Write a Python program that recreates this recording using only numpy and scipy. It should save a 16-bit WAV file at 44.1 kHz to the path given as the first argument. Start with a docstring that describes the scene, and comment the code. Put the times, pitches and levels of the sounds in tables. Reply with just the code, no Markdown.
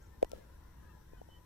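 """A quiet garden, from the stereo microphones of a hand-held camera. Low rumble, outdoor air, hiss and faint
drones run throughout; far birds cry and a nearer one chirps from the start as the camera sways in the hand. At
0.23 s and 0.33 s, right at the microphones, two knocks ring the hollow case for a few cycles; its plastic ticks
and a finger brushes over it. From 1.1 s the fingers nudge it lightly three times, while a bird gives one thin,
two-note whistle."""
import sys
import numpy as np
from scipy import signal
from scipy.io import wavfile
from scipy.ndimage import uniform_filter1d

SR = 44100
rng = np.random.default_rng(int(sys.argv[2]) if len(sys.argv) > 2 else 0)


def unload_wav(signal):
    """Save mono or channel-first audio to the path in sys.argv[1] as 16-bit WAV at rate SR, clipped to [-1, 1]."""
    wavfile.write(
        sys.argv[1],
        SR,
        np.round(np.clip(np.atleast_2d(signal).T, -1, 1) * 32767).astype(np.int16),
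    )


N = 63945


def amp(db):
    """Decibels to gain."""
    return 10 ** (np.asarray(db) / 20)


def unit(x):
    """Scales to rms 1."""
    return x / np.sqrt(np.mean(x ** 2) + 1e-20)


def read(points, hz):
    """Reads a spectrum table on a log-frequency axis."""
    f, value = np.transpose(points)
    return np.interp(np.log(hz + 1), np.log(f + 1), value)


def pan(db):
    """Microphone gains, the left louder than the right by db."""
    return amp(np.array([np.atleast_1d(db), -np.atleast_1d(db)]) / 2)


def add(mix, start_s, sound):
    """Mixes a sound in at its start time."""
    part = mix[:, max(round(start_s * SR), 0):][:, :sound.shape[-1]]
    part += sound[..., :part.shape[1]]


def noise(colour, balance, likeness=None, *, patch_db, size=1024):
    """Stereo noise of a given colour at rms 1, with drifting patches of level."""
    hz, frames = np.fft.rfftfreq(size, 1 / SR), N * 4 // size + 6
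    a, b, c, d, patches = rng.standard_normal((frames, len(hz), 5)).T
    patches = unit(uniform_filter1d(uniform_filter1d(patches, size=6, axis=0), size=10, axis=1))
    same = np.clip(read(likeness, hz), -1, 1)[:, None] if likeness else 0
    left = a + 1j * b
    right = same * left + np.sqrt(1 - same ** 2) * (c + 1j * d)
    gain = amp(read(colour, hz)[:, None] + patch_db * patches) * pan(read(balance, hz))[:, :, None]
    _, sound = signal.istft(np.array([left, right]) * gain, nperseg=size, noverlap=size * 3 // 4)
    return unit(sound[:, :N])


# Low outdoor rumble: frequency_hz, relative_db
RUMBLE_COLOUR = [(15, -6.5), (28, 1), (42, -11), (62, 2.5), (90, -3.5), (130, -17.5), (250, -27.5),
                 (1000, -88)]
# Open garden air: frequency_hz, relative_db
AIR_COLOUR = [(15, -9), (62, -7), (120, -8.5), (170, -14), (220, -14), (330, -19), (480, -20), (720, -27.5),
              (870, -20), (1000, -20), (1150, -28), (1750, -28), (2300, -37.5), (3500, -38.5),
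              (6000, -49.5), (16000, -60)]
# Balance at the microphones, also for the low drones and the finger: frequency_hz, left_over_right_db
MIC_BALANCE = [(60, 1.5), (200, 1.9), (500, 5), (1000, 2.5), (1700, 8), (2500, 1.5), (8000, -3.5)]
# How alike the two microphones hear the outdoors: frequency_hz, correlation
MIC_LIKENESS = [(60, 0.96), (130, 0.97), (290, 0.19), (640, 0.083), (1400, 0.46), (3000, 0.031)]
def outdoor_air():
    """Low rumble and gently swelling air, all round the microphones."""
    t = np.arange(N) / SR
    swell = unit(sum(np.sin(2 * np.pi * (hz * t + rng.random())) / np.sqrt(hz)
                     for hz in np.geomspace(1, 9, 20)))
    air = noise(AIR_COLOUR, MIC_BALANCE, MIC_LIKENESS, patch_db=2.5, size=2048)
    rumble = noise(RUMBLE_COLOUR, MIC_BALANCE, MIC_LIKENESS, patch_db=0.5, size=4096)
    return amp(-60.5) * rumble + amp(-61 + 0.9 * swell) * air


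# The microphones' own noise: frequency_hz, relative_db
HISS_COLOUR = [(1000, -11.5), (4000, 1.5), (4900, -3), (5750, 5.5), (6600, -5), (7600, 0), (8500, -6),
               (9700, -2.5), (11500, -6), (13800, 0.5), (15500, -10.5), (16400, -46)]
# Its lean to the left: frequency_hz, left_over_right_db
HISS_BALANCE = [(3000, 2), (5500, 7), (8000, 10), (15000, 14.5)]
def microphone_hiss():
    """Soft, steady hiss from the microphones themselves."""
    return amp(-74) * noise(HISS_COLOUR, HISS_BALANCE, patch_db=1.8)


def drone(hz, db, waver):
    """A tone that drifts slowly about its pitch."""
    drift = unit(uniform_filter1d(uniform_filter1d(rng.standard_normal(N), size=1200), size=600))
    return amp(db) * np.sin(2 * np.pi * np.cumsum(hz * (1 + waver * drift)) / SR)


# Faint drones in the distance: pitch_hz, level_db, waver_fraction
LOW_DRONES = [(59, -63.5, 0.025), (165.9, -70, 0.019), (330.2, -75, 0.0066)]
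def low_drones():
    """Three low hums at a steady level, far off and a little to the left."""
    return sum(drone(hz, db, waver) * pan(read(MIC_BALANCE, hz)) for hz, db, waver in LOW_DRONES)


# The course of a distant tone: time_s, pitch_hz, level_db
FAR_TONE_PATH = [(0, 1060, -92), (0.088, 920, -80), (0.139, 1029, -76.5), (0.299, 962, -72),
                 (.42, 1031, -83), (.5, 980, -84), (.69, 1020, -70.5), (0.749, 950, -77),
                 (0.818, 1035, -71.5), (0.878, 970, -72.5), (.98, 1009, -69), (1.04, 1000, -83),
                 (1.13, 1036, -70), (1.289, 926, -82), (1.43, 1003, -69)]
def far_tone():
    """A tone far off to the left swells and fades as it wavers about 1 kHz."""
    time_s, hz, db = np.transpose(FAR_TONE_PATH)
    t = np.arange(N) / SR
    return drone(np.interp(t, time_s, hz), np.interp(t, time_s, db), waver=0.0123) * pan(6)


def bird_note(hz, db, waver):
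    """A nearly pure, slightly unsteady tone that swells and fades."""
    drift = unit(uniform_filter1d(rng.standard_normal(N), size=120))[:len(hz)]
    swell = np.sin(np.linspace(0, np.pi, len(hz)))
    return amp(db) * swell * np.sin(2 * np.pi * np.cumsum(hz * (1 + waver * drift)) / SR)


# The farthest birds: start_s, length_s, level_db, middle_pitch_hz, glide_hz
FAR_CRIES = [(0, 0.075, -73.5, 1385, 7), (0, 0.053, -69, 1590, -56), (0.099, 0.08, -71.5, 1815, -14),
             (0.245, 0.05, -74, 1980, 27), (0.29, 0.081, -68, 1345, -150), (0.319, 0.112, -73, 1700, 136),
             (0.411, 0.051, -72, 1600, -140), (0.398, .045, -76, 2110, 120),
             (0.504, 0.059, -77, 1480, -170), (0.543, 0.048, -78, 1665, 49), (0.616, 0.14, -81, 2050, 9),
             (.72, 0.14, -81.5, 1880, 87), (0.809, .11, -72.5, 1690, -86),
             (0.869, 0.063, -68.5, 1250, -106), (0.873, 0.073, -71, 1815, -56),
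             (0.882, 0.052, -76, 2710, -3), (0.913, 0.078, -70, 1685, 33), (1.12, 0.053, -80, 2480, 63),
             (1.111, 0.053, -73, 1745, 0), (1.139, 0.077, -70.5, 1505, -150), (1.23, .1, -80, 1890, 66),
             (1.33, 0.08, -72.5, 1920, -14)]
def bird_cries(arch_fraction=0.0581):
    """Short cries from far off to the left, each arching up and down in pitch."""
    out = np.zeros((2, N))
    for start_s, length_s, db, hz, glide_hz in FAR_CRIES:
        progress = np.linspace(-1, 1, int(length_s * SR))
        pitch = hz * (1 - arch_fraction * progress ** 2) + glide_hz * progress / 2
        add(out, start_s, bird_note(pitch, db, waver=0.013))
    return out * pan(10.5)


def garden_echoes(sound, t60_s=0.12):
    """Scattered echoes from the trees and rocks round the microphones."""
    t = np.arange(SR // 2) / SR
    tail = rng.standard_normal((2, len(t))) * amp(-60 * t / t60_s)
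    tail /= np.linalg.norm(tail, axis=1, keepdims=True)
    return signal.fftconvolve(sound, tail, axes=1)[:, :N]


def swing(rise_s):
    """Times and envelope of a swing that peaks at the rise time and dies away."""
    t = np.arange(SR // 10) / SR
    return t, (t / rise_s * np.exp(1 - t / rise_s)) ** 2.3


# The camera swaying in the hand: start_s, level_db, pitch_hz, rise_s
HAND_SWAYS = [(.01, -49.5, 57.7, 0.012), (0.172, -51, 66.4, 0.011), (0.229, -41.5, 30.2, 0.016),
              (.328, -45, 56.3, 0.013), (0.537, -48.5, 56.5, 0.013), (1.166, -46.5, 47.3, 0.012)]
def camera_sways():
    """The whole camera rocks, moving both microphones alike."""
    out = np.zeros((2, N))
    for start_s, db, hz, rise_s in HAND_SWAYS:
        t, envelope = swing(rise_s)
        add(out, start_s, amp(db) * envelope * np.sin(2 * np.pi * hz * t))
    return out


def gliding_call(notes, waver):
    """A nearer bird, almost centred, slides each note straight up or down."""
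    out = np.zeros((2, N))
    for start_s, length_s, db, hz, glide_hz in notes:
        pitch = hz + glide_hz * np.linspace(0, 1, int(length_s * SR))
        add(out, start_s, bird_note(pitch, db, waver))
    return out * pan(1)


# Faint high chirps: start_s, length_s, level_db, pitch_hz, glide_hz
HIGH_CHIRPS = [(.015, 0.02, -69.5, 5420, 2014), (.025, 0.038, -77, 7770, -800),
               (.057, 0.019, -70.5, 5400, 1794)]
def bird_chirps():
    """Three quick chirps in the garden, roughened by an unsteady pitch."""
    return gliding_call(HIGH_CHIRPS, waver=0.055)


# Knocks and light nudges on the case: start_s, level_db, pitch_hz, rise_s, left_over_right_db
CASE_KNOCKS = [(0.2183, -41, 544, 0.0018, 7), (0.2267, -12.5, 534, 0.002, 2.5),
               (0.2456, -42, 320, 0.0018, 3), (0.316, -41.5, 464, 0.0016, 0.5),
               (0.3314, -32, 547, 0.0023, 4), (1.1324, -42, 406, 0.0014, 4), (1.2143, -35, 605, 0.00085, 4),
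               (1.287, -43, 567, 0.00084, 4)]
def case_knocks(thump_hz=273, thump_db=-22, case_top_hz=813):
    """Right at the microphones, the hollow case rings for a few cycles over a duller thump."""
    out = np.zeros((2, N))
    phase_rad = 0.44 + np.array([[0], [2.43]])  # the case rocks: the microphones swing nearly opposed
    case_lowpass = signal.butter(8, case_top_hz, fs=SR, output="sos")
    for start_s, db, hz, rise_s, pan_db in CASE_KNOCKS:
        t, envelope = swing(rise_s)
        ring = np.cos(2 * np.pi * hz * t + phase_rad)
        thump = amp(thump_db) * np.cos(2 * np.pi * thump_hz * (t + rise_s) + phase_rad)
        knock = signal.sosfilt(case_lowpass, envelope * (ring + thump))
        add(out, start_s, amp(db) * pan(pan_db) * knock)
    return out


# Resonances of the plastic shell: frequency_hz, relative_db
SHELL_COLOUR = [(200, 5.5), (900, 15.5), (1150, -2.5), (1700, -0.5), (2700, 3), (4100, -2.5), (5700, -0.5),
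                (6500, -4), (7700, 1), (16000, -3)]
# Ticks in the shell: start_s, level_db, left_over_right_db, centre_hz, body_db, treble_db, decay_s
SHELL_TICKS = [(0.2277, -26.5, -2.5, 2320, -3, -15.5, 0.00052),
               (0.2465, -37.5, -0.5, 3000, 4, -7.5, 0.00086), (0.2954, -48.5, -3, 8100, -28, 2, 0.00028),
               (0.3172, -41.5, 13, 5470, -10.5, -10, 0.00046)]
def plastic_ticks(body_hz=950, treble_hz=11700, size=1024):
    """Tiny cracks beside the microphones: duller from a fingertip, thinner from a nail."""
    out = np.zeros((2, N))
    t, hz = np.arange(size) / SR, abs(np.fft.fftfreq(size, 1 / SR))
    for start_s, db, pan_db, centre_hz, body_db, treble_db, decay_s in SHELL_TICKS:
        tilt_db = read([(body_hz, body_db), (centre_hz, 0), (treble_hz, treble_db)], hz)
        colour = amp(read(SHELL_COLOUR, hz) + tilt_db)
        shell = np.exp(np.conj(signal.hilbert(np.log(colour))))  # minimum phase keeps the onset sharp
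        fade = np.exp(-t / decay_s)
        grit = np.fft.fft(rng.standard_normal((2, size)) * fade)
        even_grit = grit / np.hypot(unit(abs(grit)), .5)  # flattens chance peaks in the spectrum
        burst = np.roll(np.fft.ifft(shell * even_grit).real, size // 2, axis=1)
        burst *= np.linalg.norm(fade) / np.linalg.norm(burst, axis=1, keepdims=True)
        add(out, start_s - size / 2 / SR, amp(db) * pan(pan_db) * burst)
    return out


# A finger's stroke over the case: time_s, level_db
FINGER_STROKE = [(.25, -83.5), (.31, -65.5), (.341, -57.5), (.37, -56.5), (.421, -63.5), (.48, -71.5),
                 (.6, -90)]
# The finger rubbing on plastic: frequency_hz, relative_db
FINGER_COLOUR = [(100, -0.5), (330, -2), (540, 3), (850, -15.5), (2000, -18.5), (3800, -19.5),
                 (8000, -27.5), (16000, -30.5)]
def finger_brush():
    """Soft rubbing noise swells and fades as a finger passes close to the microphones."""
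    level_db = np.interp(np.arange(N) / SR, *np.transpose(FINGER_STROKE))
    return amp(level_db) * noise(FINGER_COLOUR, MIC_BALANCE, patch_db=1.5)


# One whistled call: start_s, length_s, level_db, pitch_hz, glide_hz
WHISTLED_NOTES = [(1.168, 0.045, -72, 3080, -57), (1.283, 0.11, -63.5, 3024, 34)]
def bird_whistle():
    """Two thin, almost pure notes near 3 kHz, from closer than the cries."""
    return gliding_call(WHISTLED_NOTES, waver=0.0016)


def scene(near_echo_db=-12.5, far_echo_db=-11.5):
    """From the camera's case outwards: handling, birds, far drones and the background."""
    handling = finger_brush() + camera_sways() + case_knocks() + plastic_ticks()
    near, far = bird_whistle() + bird_chirps(), bird_cries()
    birds = near + far + garden_echoes(amp(near_echo_db) * near + amp(far_echo_db) * far)
    tone = far_tone()
    drones = low_drones() + tone + amp(far_echo_db) * garden_echoes(tone)
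    return handling + birds + drones + outdoor_air() + microphone_hiss()


def record(dry):
    """The camera's recorder cuts off the treble above 16.3 kHz."""
    lowpass = signal.firwin(511, 16300, window=("kaiser", 9), fs=SR)
    return signal.oaconvolve(dry, lowpass[None], "same")


dry = scene()
out = record(dry)
unload_wav(out)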